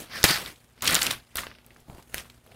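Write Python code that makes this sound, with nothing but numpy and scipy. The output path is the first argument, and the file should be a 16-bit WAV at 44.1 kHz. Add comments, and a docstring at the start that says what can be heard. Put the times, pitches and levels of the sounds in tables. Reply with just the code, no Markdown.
"""A soft rustle over faint mains hum and hiss is heard first, then a brief squeak and sharp snaps.
Thin stiff plastic film is pulled off a metal case, flapped and put aside, close to a microphone indoors.
Rustle is filtered random impulses; the glue squeak and the taut sheet's ring are noise through moving
resonances; creases snap as decaying noise bursts; air puffs are damped sines.
The room adds a diffuse tail to snaps, squeak and ring; a noise gate lowers everything in the pauses."""
import sys
import numpy as np
from scipy import signal
from scipy.fft import rfft, irfft
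from scipy.io import wavfile
from scipy.ndimage import uniform_filter1d

SR = 44100
rng = np.random.default_rng(int(sys.argv[2]) if len(sys.argv) > 2 else 0)


def level_to_linear(level):
    """Convert decibel levels to linear amplitude factors, elementwise."""
    exponent = np.asarray(level, float) / 20
    return 10 ** exponent


def generate_wav(sig):
    """Save sig (samples, or channels by samples) to the path in sys.argv[1] as 16-bit PCM at SR."""
    pcm = np.round(np.clip(np.atleast_2d(sig).T, -1, 1) * 32767).astype(np.int16)
    wavfile.write(sys.argv[1], SR, pcm)


N = 112454  # length [samples]


def evened(x):
    """Normalisation: scales a signal to rms 1."""
    return x / np.sqrt(np.mean(x ** 2) + 1e-20)


def read(points, hz):
    """Spectral interpolation: reads a spectrum table on a logarithmic frequency axis."""
    f, value = np.transpose(points)
    return np.interp(np.log(hz + 1), np.log(f + 1), value)


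def curve(table, index):
    """Envelope interpolation: one column of a time table at every sample."""
    table = np.array(table)
    return np.interp(np.arange(N) / SR, table[:, 0], table[:, index])


def add(mix, s, sound):
    """Superposition: adds a sound into the mix at time s."""
    part = mix[round(s * SR):][:len(sound)]
    part += sound[:len(part)]


def causal(gain_db):
    """Minimum-phase principle: the gain on the rfft bins fixes the phase, hence the impulse response."""
    log_gain = np.maximum(gain_db, -100) * np.log(10) / 20
    full = np.concatenate([log_gain, log_gain[-2:0:-1]])
    return np.fft.ifft(np.exp(np.conj(signal.hilbert(full)))).real


def slow(size):
    """Low-pass noise: a smooth random wobble of rms 1 from two moving averages."""
    once = uniform_filter1d(rng.standard_normal(N), size)
    return evened(uniform_filter1d(once, size))


def whistle(table, width_hz):
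    """Heterodyne resonance: noise passes two equal poles, width_hz wide each, that follow a pitch curve."""
    turn = np.exp(2j * np.pi * np.cumsum(curve(table, index=1)) / SR)
    r = np.exp(-np.pi * width_hz / SR)
    x = rng.standard_normal(N) / turn
    for _ in range(2):
        x = signal.lfilter([1], [1, -r], x)
    t = np.arange(N) / SR
    inside = (t > table[0][0]) & (t < table[-1][0])
    return inside * level_to_linear(curve(table, index=2)) * evened((turn * x).real)


# rustle of the moving sheet: (time [s], body level [dB], treble level [dB], bass level [dB])
RUSTLE_LEVELS = [(0, -41.5, -39.5, -42), (.08, -47, -54.5, -51), (.12, -40, -52.5, -51),
                 (.16, -37, -44, -45.5), (.238, -40.5, -44.5, -47), (.242, -16.5, -23.5, -17.5),
                 (.275, -26.5, -29, -45), (.305, -22, -27, -31), (.36, -30, -36.5, -44.5),
                 (.43, -38, -43, -44.5), (.48, -39.5, -44.5, -48.5), (.56, -52, -54, -56),
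                 (.74, -58.5, -61, -63), (.819, -50.5, -60.5, -55), (.823, -32, -35.5, -42),
                 (.86, -27.5, -33, -36.5), (.89, -25, -30.5, -33), (.94, -24.5, -32, -33),
                 (.96, -24, -31.5, -34), (1.0, -32.5, -36, -42.5), (1.04, -28, -30.5, -38.5),
                 (1.09, -35, -41, -40), (1.12, -32, -36, -42.5), (1.17, -47, -52.5, -54),
                 (1.22, -54, -58.5, -58), (1.355, -52.5, -56, -63), (1.358, -38.5, -46, -45),
                 (1.39, -33, -35.5, -46.5), (1.45, -45.5, -49, -51), (1.52, -51, -64.5, -52),
                 (1.62, -55.5, -61, -55.5), (1.87, -56.5, -61, -52), (1.91, -60.5, -60.5, -47.5),
                 (1.99, -53.5, -58, -46), (2.07, -56.5, -55.5, -58.5), (2.14, -49, -50.5, -54),
                 (2.146, -46, -41.5, -51), (2.19, -38, -43.5, -42.5), (2.24, -51.5, -53.5, -56.5),
                 (2.38, -59, -61, -61.5), (2.48, -56, -59, -53), (2.55, -55, -59, -49.5)]
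# spectral shapes of the three ranges: (frequency [Hz], relative gain [dB])
BODY_SHAPE = [(200, -25), (500, -8), (800, -5), (1400, -0.5), (2500, -3.5), (4000, -5), (5200, -6.5),
              (7000, -14.5), (12000, -40.5)]
TREBLE_SHAPE = [(2500, -24.5), (5000, -13), (6500, -1.5), (10000, -5), (14000, -9.5), (16000, -13.5)]
BASS_SHAPE = [(12, -32), (30, -11), (120, -3), (300, -5), (700, -5.5), (1500, -13.5), (4000, -43.5)]
GRAINS_PER_S, GRAIN_SPREAD_DB, CLUMP_DB = 18000, 1.6, 1.1
PATCH_DB = 2  # rms variation of colour over time and frequency


def rustle():
    """Shot noise: clumped random crackles, patchy in colour, are filtered into three ranges."""
    spread_db = GRAIN_SPREAD_DB * np.minimum(rng.exponential(1, N), 5)
    size = level_to_linear(spread_db + CLUMP_DB * slow(size=150))
    grains = size * rng.standard_normal(N) * (rng.random(N) < GRAINS_PER_S / SR)
    z = signal.stft(grains, nperseg=256, noverlap=192)[2]
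    patches = uniform_filter1d(rng.standard_normal(z.shape), size=6, axis=0)  # across frequency
    patches = evened(uniform_filter1d(patches, size=12, axis=1))  # along time
    grains = signal.istft(z * level_to_linear(PATCH_DB * patches), nperseg=256, noverlap=192)[1][:N]
    hz = np.fft.rfftfreq(4096, 1 / SR)
    out = np.zeros(N)
    for column, shape in enumerate((BODY_SHAPE, TREBLE_SHAPE, BASS_SHAPE), start=1):
        band = evened(signal.oaconvolve(grains, causal(read(shape, hz)))[:N])
        out += level_to_linear(curve(RUSTLE_LEVELS, index=column)) * band
    return out


# mains partials: (frequency [Hz], rms level before wavering [dB])
HUM_PARTIALS = [(59.6, -58.5), (119.6, -59.5), (240, -62), (360, -70.5)]
# spectral shape of the hiss: (frequency [Hz], relative gain [dB])
HISS_SHAPE = [(12, -23.5), (30, -4.5), (100, -1.5), (250, -10.5), (600, -11.5), (1500, -19.5),
              (5000, -33.5), (10000, -28), (16500, -38)]
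HUM_WAVER_DB, HISS_DB = 1.5, -55.5  # rms of the waver, rms level of the hiss


def background():
    """Stationary sources: near-harmonic mains partials that waver in level, and shaped Gaussian hiss."""
    t = np.arange(N) / SR
    hum = np.zeros(N)
    for hz, db in HUM_PARTIALS:
        level = np.sqrt(2) * level_to_linear(db + HUM_WAVER_DB * slow(size=3000))
        hum += level * np.sin(2 * np.pi * (hz * t + rng.random()))
    spectrum = rfft(rng.standard_normal(N))
    hiss = irfft(spectrum * level_to_linear(read(HISS_SHAPE, np.fft.rfftfreq(N, 1 / SR))), N)
    return hum + level_to_linear(HISS_DB) * evened(hiss)


# taut sheet, a broad high band: (time [s], centre frequency [Hz], level [dB])
RING_PATH = [(.11, 4500, -60), (.135, 4700, -44), (.175, 5400, -43), (.2, 5000, -50), (.25, 4750, -45),
             (.29, 4750, -29), (.335, 4700, -29), (.37, 4600, -50)]


def sheet_ring():
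    """Damped resonance: the taut sheet rings as a broad band of noise at a shifting pitch."""
    return whistle(RING_PATH, width_hz=900)


# decay time of the room by frequency: (frequency [Hz], 60 dB decay time [s])
ROOM_DECAY = [(200, .25), (1000, 0.33), (4000, .17), (12000, 0.17)]
ROOM_DB = -12.5  # tail gain


def room(x):
    """Diffuse reverberation: sparse random reflections, each band dying at its own speed."""
    taps = np.zeros(SR // 2)
    at = np.arange(100, SR // 2 - 20, 20)
    taps[at + rng.integers(0, 20, len(at))] = rng.choice([-1., 1.], len(at))
    hz, t, z = signal.stft(taps, SR, nperseg=256)
    decay = level_to_linear(-60 * t / read(ROOM_DECAY, hz)[:, None])
    tail = signal.istft(z * decay, SR, nperseg=256)[1]
    return signal.fftconvolve(x, tail / np.linalg.norm(tail))[:N]


# glue letting go: (time [s], centre frequency [Hz], level [dB])
SQUEAK_PATH = [(.128, 1850, -70), (.134, 1820, -39), (.165, 1750, -40), (.175, 1650, -45),
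               (.185, 1600, -41), (.197, 1500, -47), (.21, 1450, -43), (.235, 1350, -47), (.245, 1350, -70)]


def glue_squeak():
    """Moving resonance: the glue squeaks, falling in pitch and uneven in level, as it lets go."""
    return whistle(SQUEAK_PATH, width_hz=340)


# creases snapping: (time [s], nominal peak level [dB], centre [Hz], breadth [octaves], decay time [ms])
CREASES = [(0.135, -38.5, 1720, 2.2, 3), (.2305, -13, 5150, 0.73, 0.39), (0.2401, -1, 2830, 2.53, 1.94),
           (0.2411, -8.5, 10600, 0.18, 1.2), (.246, -11.5, 4940, 2.7, 1.8), (.307, -17.5, 3630, 2.1, 7),
           (.411, -43, 9000, 1.5, 1), (0.461, -25.5, 3480, 0.73, 1.5), (.559, -40.5, 3370, 0.7, 2),
           (.645, -46.5, 3400, 2.3, 1.7), (.778, -46, 1500, 1.4, 5), (0.808, -36, 3500, 0.84, 2),
           (0.8217, -19, 6000, 3.1, 2.2), (0.844, -22, 11000, 0.87, 1), (.855, -17, 2530, 1.3, 1.6),
           (.875, -10, 3700, 1.67, 2.6), (.878, -10.5, 3380, 1.07, 2.8), (.907, -18, 5000, 3.6, 3.9),
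           (.925, -16.5, 8500, 0.28, 0.86), (0.945, -5.5, 7800, 1.5, 0.72), (0.949, -22, 10640, .8, 0.57),
           (0.9522, -4, 4800, 2, 0.84), (0.964, -12.5, 3500, 0.82, 1.5), (0.99, -19.5, 3000, 1.9, 2.3),
           (1.015, -19, 4950, 5.3, 3.7), (1.019, -11.5, 3240, 1.34, 2.1), (1.029, -15, 7900, 1.1, 2.8),
           (1.066, -12.5, 3760, 2.25, 1.7), (1.07, -16.5, 2800, 0.5, 1.4), (1.107, -18.5, 2780, 1.4, 7.1),
           (1.111, -15, 3500, 5.7, 1.3), (1.3574, -23.5, 2440, 1.2, 0.96),
           (1.3557, -18.5, 12300, 0.54, 0.86), (1.370, -17, 9000, 1.8, 1.3), (1.383, -20, 1860, 0.97, 3.1),
           (1.434, -29, 1480, 1.1, 4.9), (1.468, -29, 1910, 1.1, 2.3), (1.514, -34.5, 1860, 0.84, 2.7),
           (1.550, -39.5, 2500, 0.71, 3.2), (1.585, -42, 2400, 1.1, 2.6), (1.646, -40, 2980, 2, 0.72),
           (1.664, -35.5, 11300, 0.88, 0.76), (1.745, -48.5, 10000, 1.5, 5.6),
           (1.705, -43.5, 2320, 0.7, 6.8), (1.762, -38, 1650, .8, 2), (1.769, -46.5, 5000, 1.3, 1.2),
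           (1.802, -45, 8930, 1.5, 5.1), (1.899, -37.5, 900, 1.4, 0.78), (1.93, -48, 1480, 2.2, 1.1),
           (1.976, -45, 8000, 2, 0.91), (1.948, -47, 2500, 2, 1.3), (1.971, -44, 1500, 1.3, 1.3),
           (1.982, -42, 1500, 2, 1.3), (1.992, -39.5, 1110, 0.9, 2.8), (2.01, -55, 3000, 1, 0.84),
           (2.025, -40.5, 2920, 3.2, 3.6), (2.1435, -16.5, 1920, 0.75, 0.5),
           (2.1437, -17.5, 8600, 1.2, 0.84), (2.181, -20.5, 2500, 3.1, 0.98),
           (2.254, -41.5, 1220, 1.3, 4.1), (2.299, -35.5, 3000, 1.5, 2.4), (2.463, -42.5, 900, 1.07, 2),
           (2.464, -43, 12000, 0.53, 1), (2.474, -45, 2700, 0.86, 2), (2.517, -41.5, 2450, 0.69, 3)]


def snaps():
    """Impulsive excitation: each crease gives a quickly dying volley of clicks in its own band."""
    out = np.zeros(N)
    t = np.arange(2048) / SR
    hz = np.fft.rfftfreq(1024, 1 / SR)
    for s, db, centre_hz, octaves, ms in CREASES:
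        a, b = rng.standard_normal((2, 2048))
        clicks = a * np.exp(.3 * b)  # uneven in strength
        volley = clicks * np.minimum(t / .0003, 1) * np.exp(-t / (max(ms, .2) / 1000))
        distance = np.log2((hz + 20) / centre_hz) / max(octaves, .2)
        snap = signal.fftconvolve(volley, causal(-18 * np.log(1 + distance ** 2)))[:2048]
        rms = np.sqrt(np.mean(snap[:int(ms * SR / 1000) + 20] ** 2))
        add(out, s, level_to_linear(db - 6) * snap / rms)  # rms is 6 dB under the nominal peak
    return out


# air pushed by the sheet: (time [s], level before damping [dB], frequency [Hz])
AIR_PUSHES = [(0.24, -22.5, 64), (.2404, -20.5, 165), (0.2409, -8.5, 564), (0.305, -19.5, 256),
              (.822, -37, 117), (0.874, -33, 197), (1.15, -42, 50.1), (1.3575, -35, 59), (1.3551, -27, 594),
              (1.468, -28, 534), (1.821, -41.5, 59), (1.897, -32, 133), (1.926, -33, 121), (1.943, -38, 65),
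              (1.972, -42, 60.3), (1.983, -32, 300), (2.1426, -37.5, 60), (2.1435, -22.5, 620),
              (2.181, -41.5, 69.3), (2.463, -50, 120.3), (2.515, -46, 124)]


def puffs():
    """Damped oscillation: a low push of air swings back once or twice."""
    out = np.zeros(N)
    t = np.arange(4000) / SR
    for s, db, hz in AIR_PUSHES:
        add(out, s, -level_to_linear(db) * np.sin(2 * np.pi * hz * t) * np.exp(-1.6 * hz * t))
    return out


def scene():
    """Superposition: film sounds, the room tail of the sharp ones, and the background."""
    sharp = snaps() + sheet_ring() + glue_squeak()
    return (sharp + level_to_linear(ROOM_DB) * room(sharp) + rustle() + puffs() + background())[None]


def roll_off(x):
    """The treble ends steeply here."""
    return signal.sosfilt(signal.butter(12, 16650, fs=SR, output="sos"), x)


# level of half the gate's depth, full depth, softness of the knee, fall of the held level
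GATE_DB, GATE_DEPTH_DB, GATE_KNEE_DB, GATE_CLOSE_DB_PER_S = -46, 13, 4, 250
EDGE_HZ = 15800  # upper band limit


def record(dry):
    """Downward expansion: a gate opens at once and closes quickly; then clipping and a band limit."""
    power_db = 10 * np.log10(abs(uniform_filter1d(dry[0] ** 2, size=200)) + 1e-12)
    fall = np.arange(N) * GATE_CLOSE_DB_PER_S / SR
    held_db = np.maximum.accumulate(power_db + fall) - fall  # peak hold, falling steadily
    gated = dry * level_to_linear(-GATE_DEPTH_DB / (1 + np.exp((held_db - GATE_DB) / GATE_KNEE_DB)))
    low_pass = signal.firwin(255, EDGE_HZ, window=("kaiser", 7), fs=SR)
    mix = signal.oaconvolve(np.clip(gated, -1, 1), low_pass[None], "same")
    return roll_off(mix)


dry = scene()
out = record(dry)
generate_wav(out)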